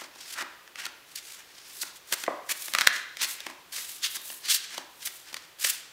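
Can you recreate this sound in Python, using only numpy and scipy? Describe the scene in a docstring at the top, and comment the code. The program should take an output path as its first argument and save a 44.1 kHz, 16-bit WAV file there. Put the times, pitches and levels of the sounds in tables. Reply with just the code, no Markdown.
"""A small room, the microphone close to a cloth-covered table where cards are dealt and shuffled by hand.
Card faces rub and swish over each other as their paper fibres slip and catch. Bent edges snap off
the thumb, cards slap down and tap the table, and once the deck is set down with a hollow knock.
Behind the cards the room answers dully over a faint hiss."""
import sys
import numpy as np
from scipy import signal
from scipy.fft import rfft, irfft, next_fast_len
from scipy.io import wavfile
from scipy.ndimage import map_coordinates

SR = 44100
rng = np.random.default_rng(int(sys.argv[2]) if len(sys.argv) > 2 else 0)


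def master(y):
    """Save y as 16-bit WAV."""
    cut = np.clip(np.atleast_2d(y).T, -1, 1)
    pcm = np.round(cut * 32767)  # scale
    wavfile.write(sys.argv[1], SR, pcm.astype(np.int16))


N = 261072

# Event levels are relative within each table; peak_s is the fastest moment of a slide.
# packets pulled briskly off the deck: peak_s, rise_s, fall_s, level_db, cupping_db, fizz_db, gap_hz
PULLS = [(1.159, 0.0065, 0.0095, -33, -7, 3, 4500), (1.176, .014, 0.038, -40.5, -2.5, 0, 2240),
         (1.825, 0.028, .014, -31, -8, 5.5, 4730), (2.126, 0.0025, 0.0036, -29.5, 7.5, 8, 1780),
         (2.138, 0.02, 0.012, -25.5, 4, 4.5, 1340), (2.514, .026, 0.02, -28, 2.5, 5.5, 2380),
         (3.212, 0.025, .02, -29, 0, -16, 1900), (3.236, 0.026, 0.029, -24.5, 0.5, 1, 2100),
         (3.726, 0.0072, 0.071, -41, 1, 5, 4470), (4.051, 0.03, 0.033, -23, -4, -4.5, 3480),
         (4.161, 0.024, 0.02, -34, 0, 6.5, 1610), (4.512, 0.031, 0.025, -19, -4.5, 0, 3350),
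         (4.551, 0.024, 0.028, -24, -4.5, 5, 4700), (5.059, .01, 0.019, -31.5, -3.5, 10, 4850),
         (5.073, 0.0055, 0.012, -31, 3, 4.5, 2840), (5.647, 0.01, 0.007, -20, -2.5, -2, 1910),
         (5.663, 0.023, 0.029, -28.5, 1, 8, 5400), (5.7, 0.02, 0.016, -26.5, -4.5, 7, 2840)]
# loose cards gliding over each other: peak_s, rise_s, fall_s, level_db, fizz_db
GLIDES = [(.3, 0.059, 0.09, -43.5, 1.5), (.333, .016, 0.017, -41, 4), (1.12, 0.089, 0.078, -55.5, 2),
          (1.31, 0.12, .11, -44.5, 2), (1.79, 0.15, 0.13, -48.5, 9.5), (1.965, 0.033, 0.027, -52, 6.5),
          (2.105, 0.052, 0.044, -46.5, 3), (2.495, 0.007, 0.018, -33.5, 5), (2.215, .07, 0.05, -41, 5),
          (2.65, .15, 0.13, -41.5, 9.5), (3.295, 0.034, 0.085, -37, 8.5), (3.769, 0.041, 0.096, -38.5, 1.5),
          (3.93, 0.2, 0.097, -43, 8), (4.12, 0.086, 0.044, -45.5, 12.5), (4.295, .13, 0.14, -44.5, 13),
          (5.025, 0.024, 0.029, -41.5, -4), (5.14, 0.24, 0.15, -51.5, 10.5), (5.603, 0.018, 0.048, -44, 8),
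          (5.623, 0.019, 0.032, -35.5, 5.5), (5.72, 0.023, 0.099, -38.5, 5)]
# cards dragged flat under the hand: peak_s, rise_s, fall_s, level_db, body_db, gap_hz, gap_db
DRAGS = [(.003, 0.026, 0.082, -41, 6.5, 1210, 6), (.225, 0.11, 0.15, -46.5, 0, 5200, 2.5),
         (.4, 0.05, 0.033, -34.5, 11.5, 1330, 8), (0.802, 0.04, 0.1, -39, 7.5, 2800, 5.5),
         (1.4, 0.052, 0.055, -52, 7, 4500, -18), (1.62, 0.21, 0.3, -50, 1, 5200, 3.5),
         (1.87, 0.067, 0.064, -47.5, -1, 1430, 11), (2.795, 0.078, 0.11, -34, 9.5, 3820, 1),
         (2.945, 0.039, 0.095, -38, 6, 1830, 6), (3.45, 0.19, 0.12, -47.5, 7, 2360, 5),
         (4.487, 0.069, 0.019, -34, 1.5, 4500, 7), (4.646, 0.015, .02, -41, -1, 1620, 14),
         (4.75, 0.096, 0.089, -42, 4.5, 1700, 1.5), (5.31, 0.1, 0.22, -48, 4, 4400, 1)]
# bent edges flicking off the thumb: start_s, level_db, body_db, fizz_db, gap_hz
SNAPS = [(.6765, -47, 2, -8, 1500), (.757, -39, 3, -8, 2700), (2.1249, -22, -5, 4, 1790),
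         (2.2643, -37.5, 1, -9, 2030), (2.4924, -38, 6, 0, 1880), (2.737, -26, -1, 2, 4000),
         (2.7498, -21, 5, -5, 1480), (2.7858, -20, 3, -5, 3700), (2.81, -19.5, 2, -3, 1290),
         (2.8162, -23, 6, -5, 3760), (2.868, -23, -8, -11, 1750), (2.8815, -34, -3, 6, 1800),
         (3.17, -33, -6, -3, 2100), (3.4043, -35, -8, 1, 3510), (5.343, -30, -3.5, 1, 1870),
         (5.587, -49, -6, 2, 3510), (2.872, -10.5, 5, 0, 3900)]
# cards landing flat and tapping the table: start_s, level_db, gap_hz, tap_db
SLAPS = [(0.017, -42, 1350, -35), (0.158, -49, 1440, -44), (.423, -34, 1700, -31.5),
         (.854, -30.5, 4300, -46), (0.864, -31, 1390, -39), (1.831, -31.5, 1470, -37.5),
         (2.237, -28, 1570, -39), (2.682, -33.5, 2170, -42), (3.245, -26.5, 2100, -41),
         (3.4656, -33, 3000, -31.5), (3.4995, -41, 1010, -38.5), (3.782, -35, 1920, -52),
         (4.167, -35, 5100, -43), (4.301, -37, 2780, -41), (4.323, -42, 1730, -52),
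         (4.7789, -30, 3130, -31), (5.329, -41, 4460, -43.5), (5.367, -34.5, 4000, -57),
         (5.647, -27, 1800, -45)]
# the deck set down: start_s, level_db
DECK_KNOCKS = [(2.2788, -7.5)]
# spectrum of sliding card stock: frequency_hz, level_db
SCRAPE_SPECTRUM = [(40, -58), (150, -27.5), (320, -18), (430, -26.5), (850, -14.5), (1150, -10), (1700, -2),
                   (2400, -2), (3200, -1), (5000, -0.5), (8000, -3), (15000, -11.5)]
# spectrum of a flexed card springing back: frequency_hz, level_db
FLEX_SPECTRUM = [(40, -41), (200, -18.5), (400, -21.5), (550, -8), (800, -12.5), (1300, -1), (1750, 2),
                 (2900, -1.5), (4100, -2.5), (5500, -3.5), (10000, -9.5), (15000, -13)]
# hollow modes of the deck: pitch_hz, level_db, t60_s
DECK_MODES = [(340, -13, .022), (460, -9, .02), (560, -4, .02), (720, -7, .016), (850, -10, .016),
              (1030, -9, .016), (1220, -12, .016), (1540, -19, .014), (2030, -12, .009)]
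# modes of the table under its cloth: pitch_hz, level_db, t60_s
TABLE_MODES = [(188, -20, 0.017), (317, -6, 0.026), (376, -14, 0.088), (560, -3.5, 0.026),
               (890, 3.5, 0.012), (1053, 2, 0.015), (1670, 1, .01)]
# the room's decay: frequency_hz, t60_s
ROOM_DECAY = [(200, 0.36), (1400, 0.72), (3700, 0.7), (7000, 0.69), (14000, 0.32)]
# colour of the room's tail: frequency_hz, level_db
ROOM_SPECTRUM = [(100, -9), (500, -12), (1200, -6.5), (2000, -10.5), (4000, -11.5), (8000, -17),
                 (15000, -21)]
# spectrum of still air and microphone hiss: frequency_hz, level_db
HISS_SPECTRUM = [(20, 0), (60, -1), (110, -14.5), (160, -8), (210, -16.5), (340, -8), (600, -10.5),
                 (1000, -9.5), (1660, -10.5), (3000, -10), (5580, -16), (9050, -20), (15000, -19)]


def pulls(rumble_per_cupping=3.4, ease_stretch=3.25, ease_db=-22.5):
    """A packet rasps briefly inside a softer, longer swish; a cupped palm adds body and rumble."""
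    out = np.zeros(N)
    rub = friction(grain_db=2, judder_db=2, catch_db=5.5)
    for peak_s, rise_s, fall_s, level_db, cupping_db, fizz_db, gap_hz in PULLS:
        low_db = 1.5 + rumble_per_cupping * cupping_db
        hold = dict(low_db=low_db, body_db=cupping_db, fizz_db=fizz_db, gap_hz=gap_hz, gap_db=4)
        add(out, *slide(rub, peak_s, rise_s, fall_s, level_db, hold))
        long_rise_s, long_fall_s = ease_stretch * rise_s, ease_stretch * fall_s
        add(out, *slide(rub[::-1], peak_s, long_rise_s, long_fall_s, level_db + ease_db, hold))
    return out


def glides(thinning=0.38):
    """Hardly pressed, the cards give a long, bright whisper; the more fizz, the less body."""
    out = np.zeros(N)
    rub = friction(grain_db=1.5, judder_db=2.3, catch_db=5)
    for peak_s, rise_s, fall_s, level_db, fizz_db in GLIDES:
        hold = dict(low_db=1, body_db=-thinning * fizz_db, fizz_db=fizz_db, gap_hz=1700, gap_db=-0.5)
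        add(out, *slide(rub, peak_s, rise_s, fall_s, level_db, hold))
    return out


def drags():
    """The hand covers the card, so its scrape is dull and hollow."""
    out = np.zeros(N)
    rub = friction(grain_db=-0.5, judder_db=3, catch_db=11)
    for peak_s, rise_s, fall_s, level_db, body_db, gap_hz, gap_db in DRAGS:
        hold = dict(low_db=body_db + 4.5, body_db=body_db, fizz_db=-4, gap_hz=gap_hz, gap_db=gap_db)
        add(out, *slide(rub, peak_s, rise_s, fall_s, level_db, hold))
    return out


def friction(grain_db, judder_db, catch_db, grain_hz=1500, judder_hz=170, catches_per_s=120):
    """Paper fibres slip in fine grains; the card judders and now and then a fibre catches."""
    n = N + 2 * SR  # a spare second at each end
    slips = rng.standard_normal(n) * amp(grain_db * wobble(grain_hz, n) + judder_db * wobble(judder_hz, n))
    catches = (rng.random(n) < catches_per_s / SR) * rng.standard_normal(n)
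    return unit(slips + amp(catch_db) * catches)


def slide(rub, peak_s, rise_s, fall_s, level_db, hold, swell=1.8):
    """A card speeds up and slows, 20 dB over its rise and its fall; gives start time and sound."""
    n = next_fast_len(int((2 * (rise_s + fall_s) + .02) * SR))
    start_s = peak_s - 2 * rise_s
    t = np.arange(n) / SR - 2 * rise_s
    speed = amp(-20 * np.abs(t / np.where(t < 0, rise_s, fall_s)) ** swell)
    colour = grip(SCRAPE_SPECTRUM, np.fft.rfftfreq(n, 1 / SR), **hold)
    fibres = rub[round((start_s + 1) * SR):][:n]
    return start_s, amp(level_db) * speed * irfft(rfft(fibres, n) * colour, n)


def card_edges():
    """Snaps off the thumb are nearly one clean push; flat slaps are mostly scuffing."""
    out = np.zeros(N)
    for start_s, level_db, body_db, fizz_db, gap_hz in SNAPS:
        hold = dict(low_db=3, body_db=body_db, fizz_db=fizz_db, gap_hz=gap_hz, gap_db=8.5)
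        add(out, *flick(start_s, level_db, hold, scuff_share=0.32))
    for start_s, level_db, gap_hz, _ in SLAPS:
        hold = dict(low_db=3, body_db=-2.5, fizz_db=-2, gap_hz=gap_hz, gap_db=9)
        add(out, *flick(start_s, level_db, hold, scuff_share=0.89))
    return out


def flick(start_s, level_db, hold, scuff_share, scuff_s=0.0018, dispersion_s=0.001226, trim_db=-10.5):
    """An edge scuffs for a few milliseconds and gives one sharp push; gives start time and sound."""
    size = 2048
    hz, lead = np.fft.rfftfreq(size, 1 / SR), size // 4
    t = (np.arange(size) - lead) / SR
    # bending waves cross the card faster the higher they are, so a push arrives as a falling chirp
    lag_s = dispersion_s * (1 - np.sqrt(hz / hz[-1]))
    bending = np.exp(-2j * np.pi * np.cumsum(lag_s) * hz[1])
    scuff = unit(rng.standard_normal(size) * np.exp(-np.abs(t / scuff_s - .5)))
    push = unit(1. 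* (t == 0))
    force = np.sqrt(1 - scuff_share) * push + np.sqrt(scuff_share) * scuff
    colour = grip(FLEX_SPECTRUM, hz, **hold)
    ring = irfft(rfft(force) * bending * causal(colour))
    grip_gain = np.sqrt(np.mean(colour ** 2))
    return start_s - lead / SR, amp(level_db + trim_db) * grip_gain * unit(ring)


def grip(stock, hz, low_db, body_db, fizz_db, gap_hz, gap_db):
    """Gain of a held card: the hand adds lows, the cupped palm a hollow body, a bare edge fizz."""
    shade = [(650, low_db), (1300, body_db), (1900, body_db), (3600, 0), (5500, 0.014), (12000, fizz_db)]
    # the air gap between the cards resonates broadly
    half_width_hz = 0.1 * gap_hz
    resonance_db = gap_db / (1 + ((hz - gap_hz) / half_width_hz) ** 2)
    return unit(amp(along(stock, hz))) * amp(along(shade, hz) + resonance_db)


def thuds(deck_low_hz=237):
    """The deck, too small to radiate much bass, lands with a hollow tock; every slap taps the table."""
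    deck = highpass(knocks(DECK_KNOCKS, DECK_MODES, attack_s=0.0001), deck_low_hz)
    taps = [(start_s, tap_db) for start_s, *_, tap_db in SLAPS]
    return deck + knocks(taps, TABLE_MODES, attack_s=0.00022)


def knocks(blows, modes, attack_s):
    """Each blow rings the modes at slightly new strengths; the cloth damps them at once."""
    out, t = np.zeros(N), np.arange(SR // 8) / SR
    pitch_hz, mode_db, t60_s = np.transpose(modes)[:, :, None]
    sign = (-1) ** np.arange(len(modes))[:, None]  # neighbouring modes start in opposite directions
    for start_s, level_db in blows:
        scatter_db = rng.standard_normal((len(modes), 1))
        decay = amp(mode_db + scatter_db - 60 * t / t60_s)
        ring = np.sum(sign * decay * np.sin(2 * np.pi * pitch_hz * t), axis=0)
        add(out, start_s, amp(level_db) * ring * (1 - np.exp(-t / attack_s)))
    return out


def room(direct, build_s=0.001):
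    """The small room returns a dull, diffuse tail that builds quickly and lingers in the mids."""
    hz, t, noise = signal.stft(rng.standard_normal(SR * 3 // 4), SR, nperseg=256)
    t60_s = along(ROOM_DECAY, hz)[:, None]
    energy = SR * t60_s / np.log(1e6)
    decay = amp(along(ROOM_SPECTRUM, hz)[:, None] - 60 * t / t60_s) / np.sqrt(energy)
    onset = 1 - np.exp(-t / build_s)
    _, tail = signal.istft(noise * decay * onset, SR, nperseg=256)
    return signal.fftconvolve(direct, tail)[:N]


def hiss(level_db=-55, size=2 ** 19):
    """Still air and the microphone's own noise lie steadily behind the cards."""
    colour = amp(along(HISS_SPECTRUM, np.fft.rfftfreq(size, 1 / SR)))
    noise = irfft(rfft(rng.standard_normal(size)) * colour)
    return amp(level_db) * unit(noise[:N])


def amp(db):
    """Decibels to gain."""
    return 10 ** (np.asarray(db) / 20)


def unit(x):
    """x at rms 1."""
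    return x / np.sqrt(np.mean(x ** 2) + 1e-20)


def along(points, hz):
    """Read (frequency_hz, value) points joined on a log frequency axis."""
    point_hz, values = np.transpose(points)
    return np.interp(np.log(hz + 1), np.log(point_hz + 1), values)


def wobble(rate_hz, n):
    """A random curve of n samples with rate_hz knots a second."""
    knots = rng.standard_normal(int(n * rate_hz / SR) + 4)
    return map_coordinates(knots, [np.arange(n) * rate_hz / SR], order=1)


def add(track, start_s, sound):
    """Mix a sound into the track from start_s on."""
    start = round(start_s * SR)
    part = sound[max(0, -start):max(0, N - start)]
    track[max(0, start):][:len(part)] += part


def causal(gain):
    """The minimum-phase response with this gain: it rings only after it is struck."""
    cepstrum = irfft(np.log(np.maximum(gain, 1e-6)))
    half = len(cepstrum) // 2
    cepstrum[1:half] *= 2
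    cepstrum[half + 1:] = 0
    return np.exp(rfft(cepstrum))


def highpass(x, corner_hz):
    """Roll off the bass at 12 dB an octave."""
    return signal.sosfilt(signal.butter(2, corner_hz, "highpass", fs=SR, output="sos"), x)


def scene():
    """The cards are close to the microphone; deck and table top radiate more widely into the room."""
    slides = pulls() + glides() + drags()
    edges = card_edges()
    table = thuds()
    echo = amp(3.5) * room(slides) + amp(1) * room(edges) + amp(7.5) * room(table)
    return (slides + edges + table + echo + hiss())[None]


def record(dry, bass_hz=115, top_hz=15650):
    """One close microphone thins the bass, clips at full scale and cuts off steeply above top_hz."""
    clipped = np.clip(highpass(dry, bass_hz), -1, 1)
    size = next_fast_len(N + SR // 2)
    lowpass = 1 / np.sqrt(1 + (np.fft.rfftfreq(size, 1 / SR) / top_hz) ** 260)
    return irfft(rfft(clipped, size) * lowpass, size)[..., :N]


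dry = scene()
out = record(dry)
master(out)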